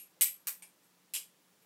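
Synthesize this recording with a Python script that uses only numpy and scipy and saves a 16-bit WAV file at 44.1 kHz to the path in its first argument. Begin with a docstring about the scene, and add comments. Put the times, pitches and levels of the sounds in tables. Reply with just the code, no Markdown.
"""A small furnished room, with low hum and hiss, where a butterfly knife is flipped.
The steel handles swing round and clack against the blade and each other. Each blow is a short
bright crack plus the ringing modes of blade and handles; the room smears it into a quick tail.
Hand and pivots rustle faintly between blows."""
import sys
import numpy as np
from scipy import signal
from scipy.fft import rfft, irfft
from scipy.io import wavfile

SR = 44100
rng = np.random.default_rng(int(sys.argv[2]) if len(sys.argv) > 2 else 0)


def generate_wav(sig):
    """Save sig (samples, or channels by samples) to the path in sys.argv[1] as 16-bit PCM at SR."""
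    pcm = np.round(np.clip(np.atleast_2d(sig).T, -1, 1) * 32767).astype(np.int16)
    wavfile.write(sys.argv[1], SR, pcm)


N = 72765


def amp(db):
    """Decibels to gain."""
    return 10 ** (np.asarray(db) / 20)


def unit(x):
    """Scale to unit energy."""
    return x / np.sqrt(np.sum(x ** 2))


def decay(t, t60_s):
    """Exponential fall, 60 dB in t60_s."""
    return np.exp(-np.log(1000) * t / t60_s)


def bin_octaves(n):
    """Octave position of each frequency bin."""
    return np.log2(np.maximum(np.fft.rfftfreq(n, 1 / SR), 1))


def curve_db(points, n):
    """A (Hz, dB) spectrum read at each bin."""
    hz, db = np.array(points).T
    return np.interp(bin_octaves(n), np.log2(hz), db)


def bell(n, hz, octaves):
    """Gaussian bump of height 1 round a frequency."""
    return np.exp(-.5 * ((bin_octaves(n) - np.log2(hz)) / octaves) ** 2)


def plateau(n, hz, octaves):
    """Flat-topped bump of height 1: several resonances side by side."""
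    return np.exp(-((bin_octaves(n) - np.log2(hz)) / octaves) ** 4)


def colour(x, gain_db):
    """Minimum-phase filter with the given gain per bin."""
    n = len(x)
    cepstrum = irfft(np.log(amp(gain_db)), n)
    cepstrum[1:n // 2] *= 2
    cepstrum[n // 2 + 1:] = 0
    return irfft(rfft(x) * np.exp(rfft(cepstrum)), n)


def noise(shape):
    """Noise of rms 1 with the given relative gain per bin."""
    return np.sqrt(N) * unit(irfft(rfft(rng.standard_normal(N)) * shape, N))


# Hiss spectrum. Each row: frequency in Hz, relative density in dB.
HISS_SPECTRUM = [(15, -70), (25, -39), (96, -20.5), (179, -4), (211, -8.5), (284, -9), (542, -10.5),
                 (620, -12), (672, -13.5), (905, -12), (1090, -13), (1280, -14), (1640, -15), (15800, -21)]
# Hum tones. Each row: frequency in Hz, rms level in dB.
HUM_TONES = [(180.5, -82), (300, -90)]

def background(t, hiss_db=-69):
    """Steady hiss and a low hum that wavers slightly in pitch and level."""
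    def waver():
        return .2 * noise(bell(N, hz=3, octaves=.96))

    hum = sum(amp(db) * np.sqrt(2) * np.sin(2 * np.pi * hz * t + waver()) * (1 + waver())
              for hz, db in HUM_TONES)
    hiss = amp(hiss_db) * noise(amp(curve_db(HISS_SPECTRUM, N)))
    return hum + hiss


def room_response(t, t60_s=.22, build_s=.00074, direct_db=-6, early_db=-6.5, reflections=12):
    """Paths from one knife position: direct sound, near walls and furniture, diffuse tail."""
    delays_s = rng.uniform(.002, .026, reflections)
    early = np.zeros(len(t))
    early[(delays_s * SR).astype(int)] = rng.standard_normal(reflections) * decay(delays_s, t60_s)
    tail = rng.standard_normal(len(t)) * decay(t, t60_s) * (1 - np.exp(-t / build_s))
    return unit(amp(direct_db) * (t == 0) + amp(early_db) * unit(early) + unit(tail))


def in_room(x, room):
    """A sound after the room, at unit energy."""
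    return unit(signal.fftconvolve(x, room)[:len(x)])


def ring(t, modes, room):
    """Decaying steel modes in the room, at unit energy."""
    return unit(sum(amp(db) * in_room(np.cos(2 * np.pi * hz * t) * decay(t, t60_s), room)
                    for hz, db, t60_s in modes))


# Crack spectrum. Each row: frequency in Hz, gain in dB.
CRACK_SPECTRUM = [(60, -36.5), (250, -35), (480, -19), (660, -26.5), (880, -18.5), (1250, -21.5),
                  (1750, -16), (2350, -9), (4200, -10), (5300, -6.5), (5900, -7.5), (7000, -4.5), (8200, 1),
                  (9600, -1.5), (11200, -3.5), (12500, -5.5), (13300, -5.5), (14100, -3), (15700, -15)]
# Blade modes. Each row: frequency in Hz, relative level in dB, T60 in seconds.
BLADE_MODES = [(11460, -8, .06), (11522, 0, .1), (11578, -3, .09), (11712, -11, .05), (14050, -12, .04)]
# Handle modes. Each row: frequency in Hz, relative level in dB, T60 in seconds.
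HANDLE_MODES = [(1961, -15, .06), (2345, -9, .06), (2885, -12, .04), (5250, -15, .04), (7365, -9, .04),
                (7990, -6, .06), (8938, 0, .07), (10385, -8, .06)]

def clack(crack_db, knock_db, hollow_db, hollow_hz, treble_db, blade_db, handle_db):
    """One steel-on-steel blow; its colour depends on where the parts meet and how they are held."""
    length_s, level_window_s = .6, .02
    n = int(length_s * SR)
    t = np.arange(n) / SR
    room = room_response(t)
    contact = unit(decay(t, t60_s=.008))
    loose_buzz = amp(-7.5) * unit(decay(t, t60_s=.055))
    burst = rng.standard_normal(n) * (contact + loose_buzz)
    shape_db = (curve_db(CRACK_SPECTRUM, n)
                + knock_db * bell(n, hz=800.5, octaves=1.1)
                + hollow_db * plateau(n, hollow_hz, octaves=.42)
                + treble_db * bell(n, hz=14000, octaves=.21))
    crack = amp(crack_db) * colour(in_room(burst, room), shape_db)
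    blade = amp(blade_db) * ring(t, BLADE_MODES, room)
    handles = amp(handle_db) * ring(t, HANDLE_MODES, room)
    return np.sqrt(level_window_s * SR) * (crack + blade + handles)


# Knife blows. Each row: start in seconds, crack gain in dB, low knock boost in dB, hollow handle
# boost in dB, its centre in Hz, treble boost in dB, blade ring in dB, handle ring in dB.
KNIFE_BLOWS = [(-0.045, -33.5, -2, 8, 2550, -11, -37, -49.5), (0.2103, -21, -3, 3.5, 2630, 5, -28.5, -43.5),
               (0.2184, -18, -2.5, -4, 2554, -3.5, -27.5, -32.5),
               (0.2695, -42, 2.5, 11.5, 2600, -13, -40.5, -63),
               (0.471, -29.5, 12.5, 2.5, 2280, 5.5, -45.5, -53), (0.4777, -34, 10, -2.5, 2260, 0, -51, -62),
               (0.4830, -40.5, 14, -6, 2460, 0, -46.5, -55.5), (0.6228, -43, 8, 8.5, 1900, -8, -56.5, -66),
               (0.834, -68, 0.5, -16, 2480, 1, -71.5, -76), (1.1374, -30.5, -1, 2.5, 2950, 1, -43.5, -67),
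               (1.1422, -33, 4, 10, 2930, 1, -55, -55), (1.151, -32, 2, 8.5, 2970, -1, -48, -52),
               (1.1606, -33.5, 1, -3, 2955, -5, -47, -58), (1.622, -68, -4, 9, 2500, -3, -71.5, -86)]

def knife(lead_s=.1):
    """The swinging handles strike the blade and each other; the first blow lands just before t = 0."""
    lead = int(lead_s * SR)
    track = np.zeros(lead + N + SR)
    for start_s, *blow in KNIFE_BLOWS:
        sound = clack(*blow)
        onset = lead + int(start_s * SR)
        track[onset:onset + len(sound)] += sound
    return track[lead:lead + N]


# Hand and pivot rustles. Each row: peak time in seconds, Gaussian width in seconds, centre in Hz,
# rms level at the peak in dB.
RUSTLE_SWELLS = [(0.178, 0.0084, 464, -66), (.86, 0.048, 9200, -82), (1.64, 0.026, 396, -81.5)]

def rustles(t):
    """Soft swells of friction as the knife turns in the hand."""
    return sum(amp(db) * np.exp(-.5 * ((t - peak_s) / width_s) ** 2) * noise(bell(N, hz, octaves=.5))
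               for peak_s, width_s, hz, db in RUSTLE_SWELLS)


def scene():
    """Background, rustles and knife in one channel."""
    t = np.arange(N) / SR
    return (background(t) + rustles(t) + knife())[None]


def record(dry, cutoff_hz=15750):
    """Steep low-pass on the top treble."""
    return signal.sosfilt(signal.ellip(10, .2, 70, cutoff_hz, fs=SR, output="sos"), dry)


dry = scene()
out = record(dry)
generate_wav(out)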